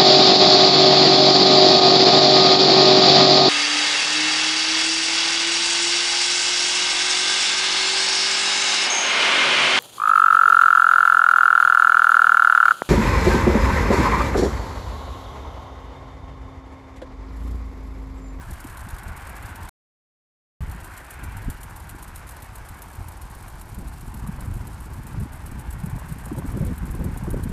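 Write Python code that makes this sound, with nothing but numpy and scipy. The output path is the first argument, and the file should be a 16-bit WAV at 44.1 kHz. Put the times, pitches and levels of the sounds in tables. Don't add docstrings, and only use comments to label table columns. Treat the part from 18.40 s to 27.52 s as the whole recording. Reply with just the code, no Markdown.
import sys
import numpy as np
from scipy import signal
from scipy.fft import rfft, irfft, next_fast_len
from scipy.io import wavfile
from scipy.ndimage import uniform_filter1d

SR = 44100
rng = np.random.default_rng(int(sys.argv[2]) if len(sys.argv) > 2 else 0)


def to_wav(s):
    ch = np.atleast_2d(s).T
    pcm = np.round(np.clip(ch, -1, 1) * 32767)
    wavfile.write(sys.argv[1], SR, pcm.astype(np.int16))


N = 402191
TIME = np.arange(N) / SR

# f/Hz, level/dB
DISTANT_SPECTRUM = [(2000, -22), (4200, -6), (6000, -10.5), (7200, -3.5), (8300, 1), (10500, -1.5),
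                    (12500, -2), (14000, -5)]


def amp(db):
    return 10 ** (np.asarray(db) / 20)


def unit(x):
    return x / np.sqrt(np.mean(x ** 2) + 1e-20)


def follow(curve, t):
    times, *columns = np.transpose(curve)
    return [np.interp(t, times, column) for column in columns]


def colour(x, spectrum):
    size = next_fast_len(N, True)
    hz = np.fft.rfftfreq(size, 1 / SR)
    points_hz, points_db = np.transpose(spectrum)
    gain = amp(np.interp(np.log(hz + 1), np.log(points_hz), points_db))
    low_cut = np.minimum(hz / points_hz[0], 1) ** 2
    return unit(irfft(rfft(x, size) * gain * low_cut, size)[:N])


def noise(spectrum):
    return colour(rng.standard_normal(N), spectrum)


def wander(rate_hz):
    size = next_fast_len(N, True)
    hz = np.fft.rfftfreq(size, 1 / SR)
    low_pass = np.exp(-(hz / rate_hz) ** 2)
    return unit(irfft(rfft(rng.standard_normal(N), size) * low_pass, size)[:N])


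def steady(x, span_s):
    return x / np.sqrt(np.abs(uniform_filter1d(x ** 2, int(span_s * SR) + 1)) + 1e-9)


def airflow():
    # t/s, rumble/dB, eddies/dB
    breeze = [(0, -38, -52), (1.28, -42, -50.5), (2.35, -37.5, -48), (2.65, -47, -56.5), (3.2, -40, -47),
              (4, -42.5, -51.5), (5.25, -38.5, -50), (5.8, -35.5, -40), (6.4, -37.5, -43.5),
              (7.85, -35.5, -40), (8.4, -35, -40.5), (9.12, -29, -28)]
    # crest t/s, length/s, rumble/dB, eddies/dB
    gusts = [(0.116, 0.044, -32, -40), (0.44, 0.042, -30.5, -52), (0.696, 0.096, -32.5, -49),
             (1.044, .06, -36, -53), (1.237, .08, -36, -47), (2.278, 0.17, -32.5, -40.5),
             (2.904, 0.21, -32.5, -44), (3.082, 0.049, -25.5, -32.5), (4.604, 0.04, -33, -48),
             (5.408, .12, -38, -38), (5.845, 0.038, -31, -34.5), (6.173, 0.2, -31.5, -36),
             (6.422, 0.036, -30, -48), (6.565, 0.073, -42, -36), (6.793, 0.11, -32.5, -32),
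             (7.157, 0.1, -35.5, -39), (7.504, 0.21, -37, -36), (7.991, 0.14, -39, -30.5),
             (8.228, 0.19, -26, -26), (8.463, 0.082, -30.5, -31), (8.63, .14, -28, -29),
             (8.925, 0.087, -30, -30)]
    t = TIME[::100]
    power = amp(follow(breeze, t)) ** 2
    for crest_s, length_s, rumble_db, eddy_db in gusts:
        swell = np.exp(-np.abs(2 * (t - crest_s) / length_s) ** 3)
        power += amp([[rumble_db], [eddy_db]]) ** 2 * swell
    return np.column_stack([t, *10 * np.log10(power)])


def wind():
    # f/Hz, level/dB
    rumble_spectrum = [(12, -18.5), (25, -7), (38, 1), (60, 3), (90, -1), (120, -7), (160, -23),
                       (400, -67.5)]
    air = airflow()
    rumble_db, eddy_db = follow(air, TIME)
    hz, t, bins = signal.stft(rng.standard_normal(N), SR, nperseg=2048)
    hz = hz[:, None]
    excess_db = np.maximum(follow(air, t)[1] + 36, 0)
    corner_hz = 145 * amp(0.34 * excess_db)
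    low_cut = (hz / 100) ** 4 / (1 + (hz / 100) ** 4)
    band = low_cut / np.sqrt(1 + (hz / corner_hz) ** 5.6)
    eddies = signal.istft(bins * band, SR, nperseg=2048)[1][:N] * amp(5.1 * wander(rate_hz=37))
    rumble = steady(noise(rumble_spectrum), span_s=.07) * amp(2.7 * wander(rate_hz=28))
    return amp(rumble_db) * rumble + amp(eddy_db) * steady(eddies, span_s=.08)


def thumps():
    # t/s, level/dB, centre f/Hz
    eddies = [(.252, -25.5, 272), (0.469, -29.5, 193), (2.214, -23.5, 150), (3.087, -31, 300),
              (3.549, -33, 297), (5.894, -15.5, 173), (6.08, -20.5, 113), (6.783, -21.5, 183),
              (6.833, -20.5, 192), (7.293, -20, 62.4), (7.444, -14, 160), (7.535, -17, 128),
              (7.722, -18, 145), (7.92, -15.5, 287), (8.212, -10.5, 146), (8.661, -16.5, 125),
              (8.944, -15.5, 460)]
    out = np.zeros(N)
    for (at_s, db, hz), phase in zip(eddies, rng.random(len(eddies))):
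        cycles = (TIME - at_s) * hz
        near = np.abs(cycles) < 4
        out[near] += amp(db) * np.exp(-cycles[near] ** 2) * np.cos(2 * np.pi * (cycles[near] + phase))
    return amp(-2.5) * out


def overload(pressure, ceiling_db):
    return amp(ceiling_db) * np.tanh(pressure / amp(ceiling_db))


def hoot():
    # t/s, f/Hz, level/dB
    glide = [(8.195, 680, -60), (8.208, 634, -40), (8.228, 573, -32), (8.25, 510, -46), (8.30, 485, -45),
             (8.32, 480, -64)]
    hz, db = follow(glide, TIME)
    cycles = np.cumsum(hz * (1 + 0.039 * wander(rate_hz=120))) / SR
    sounding = (TIME > glide[0][0]) & (TIME < glide[-1][0])
    return sounding * amp(db) * np.sin(2 * np.pi * cycles)


def drops(per_s, spread_db):
    size = amp(spread_db * np.minimum(rng.exponential(1, N), 4))
    return unit(rng.standard_normal(N) * size * (rng.random(N) < per_s / SR))


def falling_spray():
    # f/Hz, level/dB
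    wash_spectrum = [(130, -15), (220, -5), (330, -2.5), (450, -8), (580, -7), (720, -3), (880, 1.44),
                     (1080, -0.5), (1250, -3.5), (1520, -0.05), (1950, -7), (2250, -8.5), (3000, -16),
                     (6000, -40.5)]
    # t/s, level/dB, brightness/dB
    sweep = [(0, -50, 0), (.55, -46, -0.9), (.74, -46.5, .2), (.92, -46, 1.8), (1.28, -45.5, -1.1),
             (2.22, -48.5, 0.5), (2.62, -48, 0.9), (2.9, -47.5, 2.8), (3.3, -50, -.7), (3.85, -48.5, -1.1),
             (5.25, -48.5, -5), (5.62, -50.5, -3.7), (5.92, -47.5, -3.5), (6.25, -49.5, -3),
             (7.15, -49, -1.5), (7.9, -48.5, -1.1), (9.1, -48.5, -1.5)]
    patter = colour(drops(per_s=12000, spread_db=2.0), wash_spectrum)
    hz, t, bins = signal.stft(patter, SR, nperseg=512)
    level_db, bright_db = follow(sweep, t)
    treble = np.clip((hz - 1100) / 350, 0, 1)[:, None]
    patches = uniform_filter1d(rng.standard_normal(bins.shape), size=2, axis=0)
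    patches = unit(uniform_filter1d(patches, size=14, axis=1))
    bins *= amp(level_db + treble * bright_db + 1.42 * patches)
    return amp(3.5) * signal.istft(bins, SR, nperseg=512)[1][:N]


def plops():
    # t/s, level/dB
    landings = [(5.865, -40), (5.988, -39.5), (6.203, -41), (6.745, -38), (7.58, -38), (7.619, -37.5),
                (7.863, -36.5), (7.907, -37), (7.952, -38), (7.983, -34.5), (8.021, -35.5), (8.09, -40),
                (8.611, -37), (8.762, -39), (8.811, -39.5), (8.845, -39), (8.869, -36)]
    # nominal f/Hz, level/dB, t60/s
    mud_modes = [(570, -1, 0.023), (873, 8, 0.011), (1390, -3, 0.0093)]
    out, t = np.zeros(N), np.arange(SR // 25) / SR
    attack = 1 - np.exp(-t / 0.0011)
    for (at_s, db), pitch in zip(landings, rng.uniform(0.89, 1.296, len(landings))):
        ring = sum(amp(mode_db - 60 * t / t60_s) * np.sin(2 * np.pi * hz * pitch * t)
                   for hz, mode_db, t60_s in mud_modes)
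        part = out[int(at_s * SR):][:len(t)]
        part += amp(db) * (ring * attack)[:len(part)]
    return amp(7.0) * out


def swings(period_s, marks, spread_db, jitter_s=.0004):
    mark_s, mark_db = np.transpose(marks)
    mark_beats = np.concatenate([[0], np.cumsum(np.round(np.diff(mark_s) / period_s))])
    beats = np.arange(mark_beats[-1] + 1)
    late, strong = rng.standard_normal((len(beats), 2)).T
    times = np.interp(beats, mark_beats, mark_s) + jitter_s * late
    levels_db = np.interp(beats, mark_beats, mark_db) + spread_db * strong
    return list(zip(times, levels_db))


def spit(dwell_s, scatter_db, scatter_s, rise_s=.0005):
    t = np.arange(SR // 10) / SR
    in_jet = 1 / (1 + (t / dwell_s) ** 8)
    scatter = amp(scatter_db) ** 2 * (1 - in_jet) * np.exp(-t / scatter_s)
    return (1 - np.exp(-t / rise_s)) * (in_jet + scatter)


def envelope(spits, power_shape):
    times, db = np.transpose(spits)
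    onsets = np.clip(times * SR, 0, N - 1).astype(int)
    train = np.bincount(onsets, amp(db) ** 2, N)
    return np.sqrt(np.abs(signal.oaconvolve(train, power_shape)[:N]))


def far_sprinklers(count=6):
    # f/Hz, level/dB
    mist_spectrum = [(2000, 3.5), (3500, 1.5), (4500, 2), (6000, 0.5), (8200, 0), (10500, -1), (12500, -3),
                     (14000, -9.5)]
    spits = []
    for period_s, phase in zip(rng.uniform(.095, .15, count), rng.random(count)):
        times = np.arange(phase * period_s, N / SR, period_s)
        spits += zip(times, rng.normal(-55, 3.7, len(times)))
    shape = spit(dwell_s=0.0061, scatter_db=-10, scatter_s=0.0093, rise_s=0.0034)
    flutter = noise(DISTANT_SPECTRUM) * envelope(spits, shape)
    mist = colour(drops(per_s=14000, spread_db=2.5), mist_spectrum)
    return flutter + amp(-58.0) * mist * amp(1.4 * wander(rate_hz=31))


def neighbour_sprinklers():
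    # (t/s, level/dB)
    heads = [ (.0955, [(.01, -50.5), (.678, -47.5), (1.249, -50.5), (2.266, -55.5), (3.586, -51),
             (4.908, -52), (6.439, -53.5), (8.073, -48.5), (9.026, -53)]), (.1265, [(.084, -58),
             (1.229, -57), (2.281, -58.5), (2.918, -52), (4.307, -63), (6.705, -57), (7.837, -52.5),
             (9.091, -56)]), (.128, [(.049, -56), (1.208, -53.5), (2.218, -54.5), (4.004, -56),
             (5.281, -54.5), (6.68, -56), (7.434, -50.5), (9.06, -65)]), (.135, [(.131, -49.5),
             (1.229, -52.5), (2.295, -53.5), (3.908, -52), (4.452, -57), (6.725, -61.5), (8.06, -51.5),
             (8.995, -63)]), ]
    spits = [row for head in heads for row in swings(*head, spread_db=1.7)]
    shape = spit(dwell_s=0.008, scatter_db=-2.5, scatter_s=.007)
    water = noise(DISTANT_SPECTRUM) * envelope(spits, shape)
    return amp(1.5) * water * amp(3.3 * wander(rate_hz=650))


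def ground_bounce(x, lag_s, gain):
    drifting_lag_s = lag_s * (1 + .04 * wander(rate_hz=0.69))
    return x + gain * np.interp(TIME - drifting_lag_s, TIME, x)


def turn_away(spits):
    # t/s, level/dB
    facing = [(0, 3.5), (1.3, 3), (3.4, 0.5), (5.0, 1), (7.0, -2), (9.1, -2.5)]
    hz, t, bins = signal.stft(spits, SR, nperseg=128)
    body = np.clip((7800 - hz) / 2000, 0, 1)[:, None]
    bins *= amp(body * follow(facing, t)[0])
    return signal.istft(bins, SR, nperseg=128)[1][:N]


def near_sprinkler():
    # (t/s, level/dB)
    head = (.1315, [(.11, -45.5), (1.288, -45.5), (2.3134, -44.5), (2.837, -43.5), (3.4935, -43),
            (3.8905, -41), (5.08, -47), (6.403, -46.5), (7.8547, -44.5), (9.036, -41.5)])
    # f/Hz, level/dB
    snap_spectrum = [(1500, -17), (3000, -4), (4100, -3.5), (5000, -11.5), (6500, -9.5), (8500, 3.5),
                     (14000, -5)]
    # f/Hz, level/dB
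    slap_spectrum = [(2500, -29.5), (4200, -23), (5200, -15), (6200, -10.5), (7200, -5), (8400, -5.5),
                     (10000, -1), (12300, 0), (14000, -2.5)]
    t = np.arange(SR // 20) / SR
    spits = swings(*head, spread_db=1.6)
    lead_s = .012
    graze_shape = (t < lead_s) * np.exp((t - lead_s) / 0.0049)
    graze = envelope([(at_s - lead_s, db) for at_s, db in spits], graze_shape)
    slap = envelope(spits, spit(dwell_s=0.0082, scatter_db=-11.0, scatter_s=.011))
    snap = amp(1.5) * noise(snap_spectrum) * envelope(spits, np.exp(-t / 0.0029))
    water = amp(0.1) * noise(slap_spectrum) * np.hypot(slap, amp(-14.0) * graze)
    ragged = amp(1.4 * wander(rate_hz=490))
    return ground_bounce((snap + water) * ragged, lag_s=.00073, gain=.4)


def scene():
    spits = turn_away(near_sprinkler() + neighbour_sprinklers())
    water = spits + far_sprinklers() + falling_spray() + plops()
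    buffets = overload(wind() + thumps(), ceiling_db=-15.0)
    return (water + buffets + hoot())[None]


def record(dry):
    # start t/s, end t/s
    dropout_s = (1.2935, 2.2063)
    live = (TIME < dropout_s[0]) | (TIME > dropout_s[1])
    cutoff_hz = 14350
    low_pass = signal.firwin(511, cutoff_hz, window=("kaiser", 9), fs=SR)
    return signal.oaconvolve(dry * live, low_pass[None], "same")


dry = scene()
out = record(dry)
to_wav(out)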